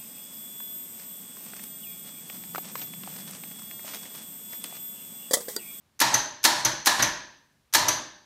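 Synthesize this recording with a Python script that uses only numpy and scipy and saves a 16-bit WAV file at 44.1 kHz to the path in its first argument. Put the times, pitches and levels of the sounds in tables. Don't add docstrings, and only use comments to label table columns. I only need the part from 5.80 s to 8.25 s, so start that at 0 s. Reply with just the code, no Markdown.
import sys
import numpy as np
from scipy import signal
from scipy.fft import rfft, irfft
from scipy.io import wavfile
from scipy.ndimage import uniform_filter1d

SR = 44100
rng = np.random.default_rng(int(sys.argv[2]) if len(sys.argv) > 2 else 0)


def persist_wave(psi):
    counts = np.round(np.clip(psi, -1, 1) * 32767).astype(np.int16)
    wavfile.write(sys.argv[1], SR, np.atleast_2d(counts).T)


N = 108045

# (time [s], level [dB])
RELAY_CLOSES = [(0.201, -0.5), (0.6394, 0), (1.058, -2), (1.936, -0.5)]
# (time [s], level [dB], brightness [dB/octave], rattle [s], housing ring [dB])
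GEAR_CLACKS = [(.211, -3, -1, 0.0091, -1), (.647, 2, 0.5, 0.0046, 3), (1.067, 0, 0, .006, -2.5),
               (1.945, 0, .5, 0.0066, 2.5)]
# (time [s], level [dB])
RELAY_OPENS = [(0.3404, 1), (0.8483, 0.5), (1.2233, 0), (2.0828, 1)]
# (time [s], level [dB])
DRUM_STOPS = [(.342, -1), (.853, -0.5), (1.192, 1.5), (1.225, 0.5), (2.085, -1.5)]


def amp(db):
    return 10 ** (np.asarray(db) / 20)


def unit(x):
    return x / np.sqrt(np.mean(x ** 2) + 1e-20)


def look_up(points, hz):
    pitches, values = np.transpose(points)
    return np.interp(np.log(hz + 1), np.log(pitches + 1), values)


def add(mix, start_s, sound):
    part = mix[max(round(start_s * SR), 0):][:len(sound)]
    part += sound[:len(part)]


def colour(x, tone, tilt_db=0, size=4096):
    hz = abs(np.fft.fftfreq(size, 1 / SR))
    octaves = np.log2(np.maximum(hz, 500) / 2000)
    log_gain = np.log(amp(look_up(tone, hz) + tilt_db * octaves))
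    taps = np.fft.ifft(np.exp(np.conj(signal.hilbert(log_gain)))).real
    return signal.fftconvolve(x, taps / np.linalg.norm(taps))[:len(x)]


def grit(t, flicker_db=1):
    flicker = unit(uniform_filter1d(rng.standard_normal(len(t)), size=24))
    return unit(rng.standard_normal(len(t)) * amp(-flicker_db * np.clip(flicker, -2, 2)))


def hit(tone, rise_s, fade_s, tilt_db=0, hold_s=0):
    t = np.arange(8192) / SR
    level = (1 - np.exp(-t / rise_s)) * np.exp(-np.maximum(t - hold_s, 0) / fade_s)
    burst = grit(t) * level
    for _ in range(4):
        spectrum = rfft(burst)
        flat = irfft(spectrum / (abs(spectrum) + 1e-9))
        power = abs(uniform_filter1d(flat ** 2, size=160))
        burst = level * flat / np.sqrt(power + 1e-12)
    return unit(colour(burst, tone, tilt_db)) * np.sqrt(np.mean(level ** 2)) / level.max()


def ring(notes, rise_s, scatter=1, detune=0.0029):
    t, out = np.arange(SR) / SR, np.zeros(SR)
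    for hz, db, ring_s in notes:
        shift, phase = scatter * rng.uniform(-1, 1), scatter * rng.random()
        pitch = hz * (1 + detune * shift)
        out += amp(db - 60 * t / ring_s) * np.sin(2 * np.pi * (pitch * t + phase))
    return (1 - np.exp(-t / rise_s)) * out


def room_hush():
    # (pitch [Hz], level [dB])
    hush_tone = [(15, -43), (25, -9), (134, -5), (200, -6.5), (427, -17.5), (754, -18.5), (818, -17),
                 (5000, -24.5), (13200, -31), (16000, -32)]
    return amp(-69) * unit(colour(rng.standard_normal(N), hush_tone))


def relay(bounce_s=0.0026):
    # (pitch [Hz], level [dB])
    snap_tone = [(100, -30.5), (500, -22.5), (1000, -4), (2200, -3.5), (4000, -2), (5500, 0.5),
                 (8500, -3.5), (11000, -5), (12000, 0.5), (13000, -5), (15500, -9.5)]
    # (pitch [Hz], level [dB])
    click_tone = [(300, -16.5), (1500, -5), (2700, -11.5), (4000, -6.5), (5400, -3), (5850, 0.5),
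                  (6150, 12.5), (6450, 3.5), (7500, -9), (10000, -10.5), (11700, -6.5), (13500, -14),
                  (15500, -17.5)]
    out = np.zeros(N)
    for at, db in RELAY_CLOSES:
        add(out, at - 0.0094, amp(db - 35) * hit(click_tone, rise_s=0.0012, fade_s=0.0076))
        add(out, at, amp(db - 17) * hit(snap_tone, rise_s=0.0012, fade_s=0.0076, hold_s=bounce_s))
    for at, db in RELAY_OPENS:
        add(out, at, amp(db - 18) * hit(click_tone, rise_s=0.0029, fade_s=0.0056, hold_s=bounce_s))
    return out


def gears():
    # (pitch [Hz], level [dB])
    clack_tone = [(60, -24.5), (130, -16.5), (290, -5), (470, -11.5), (700, -3.5), (1000, 4), (1150, -2.5),
                  (1280, 1.5), (1550, -4), (1720, 6.5), (1950, -1), (2500, -6), (3300, -4), (4300, 2),
                  (4850, -4), (5500, -0.5), (6700, -3), (8000, -8), (12000, -11), (15500, -13)]
    # (pitch [Hz], level [dB])
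    knock_tone = [(45, -5.5), (80, -16.5), (125, -3.5), (190, -6.5), (310, -2), (480, -11.5), (620, 2),
                  (730, -9), (930, 2.5), (1300, -1.5), (1700, 3.5), (2600, -6), (4200, -2), (8000, -17.5),
                  (15500, -26)]
    out = np.zeros(N)
    for at, db, tilt_db, rattle_s, _ in GEAR_CLACKS:
        clack = hit(clack_tone, rise_s=0.0031, fade_s=0.0069, tilt_db=tilt_db, hold_s=rattle_s)
        add(out, at, amp(db - 12.5) * clack)
    for at, db in DRUM_STOPS:
        add(out, at, amp(db - 24) * hit(knock_tone, rise_s=0.0025, fade_s=0.017))
    return out


def housing(thud_hz=124.6, thud_rise_s=0.0093, thud_fade_s=0.022):
    # (pitch [Hz], level [dB], time to fade by 60 dB [s])
    housing_notes = [(126, -19, 0.14), (251, -14, .3), (320, -5, 0.16), (601.5, -10.5, .45),
                     (829, -7.5, 0.44), (920, -1.5, 0.31), (989, -7.5, 0.5), (1220, -12, 0.24),
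                     (1475, -8.5, 0.16), (1600, -18.5, 0.58), (1666, 0.5, 0.039), (4262, -5.5, 0.11),
                     (4520, -10, .14), (5118, -11.5, .16)]
    out, t = np.zeros(N), np.arange(SR // 2) / SR
    for at, *_, ring_db in GEAR_CLACKS:
        add(out, at, amp(ring_db - 24) * ring(housing_notes, rise_s=0.013))
    thud = (1 - np.exp(-t / thud_rise_s)) * np.exp(-t / thud_fade_s) * np.sin(2 * np.pi * thud_hz * t)
    for at, db in DRUM_STOPS:
        add(out, at, amp(db - 30.5) * ring(housing_notes, rise_s=0.013))
        add(out, at, amp(db - 29) * thud)
    return out


def motor(whine_hz=947.6, whine_width_hz=110):
    # (start [s], stop [s], level [dB], brightness [dB/octave])
    runs = [(0.214, 0.337, 0, -2), (0.65, 0.811, -3, -0.5), (1.071, 1.206, -2, 0.5), (1.953, 2.079, -2, -4)]
    # (pitch [Hz], level [dB])
    churn_tone = [(45, -9), (80, -17.5), (125, -1), (300, -8), (470, -20.5), (650, -2.5), (750, -8),
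                  (950, 5.5), (1400, -0.5), (1900, 3), (2700, -3.5), (4200, -1), (6500, 0), (8000, -2.5),
                  (12000, -12.5), (15500, -27)]
    surge_db, surge_s, rise_s, fade_s = 6.5, 0.018, 0.013, 0.005
    smoothing = np.exp(-np.pi * whine_width_hz / SR)
    out, t = np.zeros(N), np.arange(SR // 3) / SR
    for start, stop, db, tilt_db in runs:
        level = amp(db + surge_db * np.exp(-t / surge_s)) * (1 - np.exp(-t / rise_s))
        level *= np.exp(-np.maximum(t - (stop - start), 0) / fade_s)
        wobble = signal.lfilter([1], [1, -smoothing], grit(t) + 1j * grit(t))
        whine = unit((wobble * np.exp(2j * np.pi * whine_hz * t)).real)
        churn = colour(grit(t), churn_tone, tilt_db)
        add(out, start, level * (amp(-35.5) * churn + amp(-39) * whine))
    return out


def relay_spring():
    # (pitch [Hz], level [dB], time to fade by 60 dB [s])
    spring_notes = [(5770, -10, 0.077), (6073, -7, 0.012), (6150, -2, 0.05), (6150, -6.5, .025),
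                    (6235, -8.5, 0.036), (6730, -15.5, 0.036), (11480, -16, .04)]
    out = np.zeros(N)
    for at, db in RELAY_OPENS:
        add(out, at, amp(db - 10) * ring(spring_notes, rise_s=0.002, scatter=0.25))
    return out


def garage_echo(x, build_s=0.0045, early_fade_s=0.0045, bounces_per_s=1500):
    # (pitch [Hz], time to fade by 60 dB [s])
    ring_times = [(100, 0.5), (300, 0.6859), (600, 0.55), (900, 0.6), (1400, 0.5059), (1660, 0.7137),
                  (1900, 0.57), (2700, 0.6126), (4500, 0.6565), (6200, 0.6657), (8000, .5)]
    # (pitch [Hz], level [dB])
    echo_tone = [(100, 2.5), (700, 2), (2000, -0.32), (5000, -0.52), (12000, -2.8)]
    t = np.arange(SR) / SR
    hz, times, noise = signal.stft(rng.standard_normal(SR), SR, nperseg=256)
    loss_db_per_s = 60 / look_up(ring_times, hz) + 60 * (hz / 10000) ** 2
    fading = noise * amp(look_up(echo_tone, hz)[:, None] - times * loss_db_per_s[:, None])
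    tail = signal.istft(fading, SR, nperseg=256)[1][:SR] * (1 - np.exp(-t / build_s))
    bounces = rng.choice([-1, 1], SR) * (rng.random(SR) < bounces_per_s / SR)
    early = bounces * (t > 0.002) * np.exp(-t / early_fade_s)
    room = amp(-3) * tail / np.linalg.norm(tail) + amp(-7.5) * early / np.linalg.norm(early)
    return signal.fftconvolve(x, room)[:N]


def scene():
    clatter = relay() + gears() + motor()
    body, ping = housing(), relay_spring()
    into_room = clatter + amp(-10) * body + amp(-11.5) * ping
    burst_number = np.searchsorted([at for at, _ in RELAY_CLOSES[1:]], np.arange(N) / SR)
    echo = sum(garage_echo(into_room * (burst_number == k)) for k in range(len(RELAY_CLOSES)))
    return (clatter + body + ping + echo + room_hush())[None]


def record(dry, low_cut_hz=40, high_cut_hz=15550):
    low_cut = signal.butter(4, low_cut_hz, "highpass", fs=SR, output="sos")
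    high_cut = signal.firwin(201, high_cut_hz, window=("kaiser", 8), fs=SR)
    return signal.oaconvolve(signal.sosfilt(low_cut, dry), high_cut[None], "same")


dry = scene()
out = record(dry)
persist_wave(out)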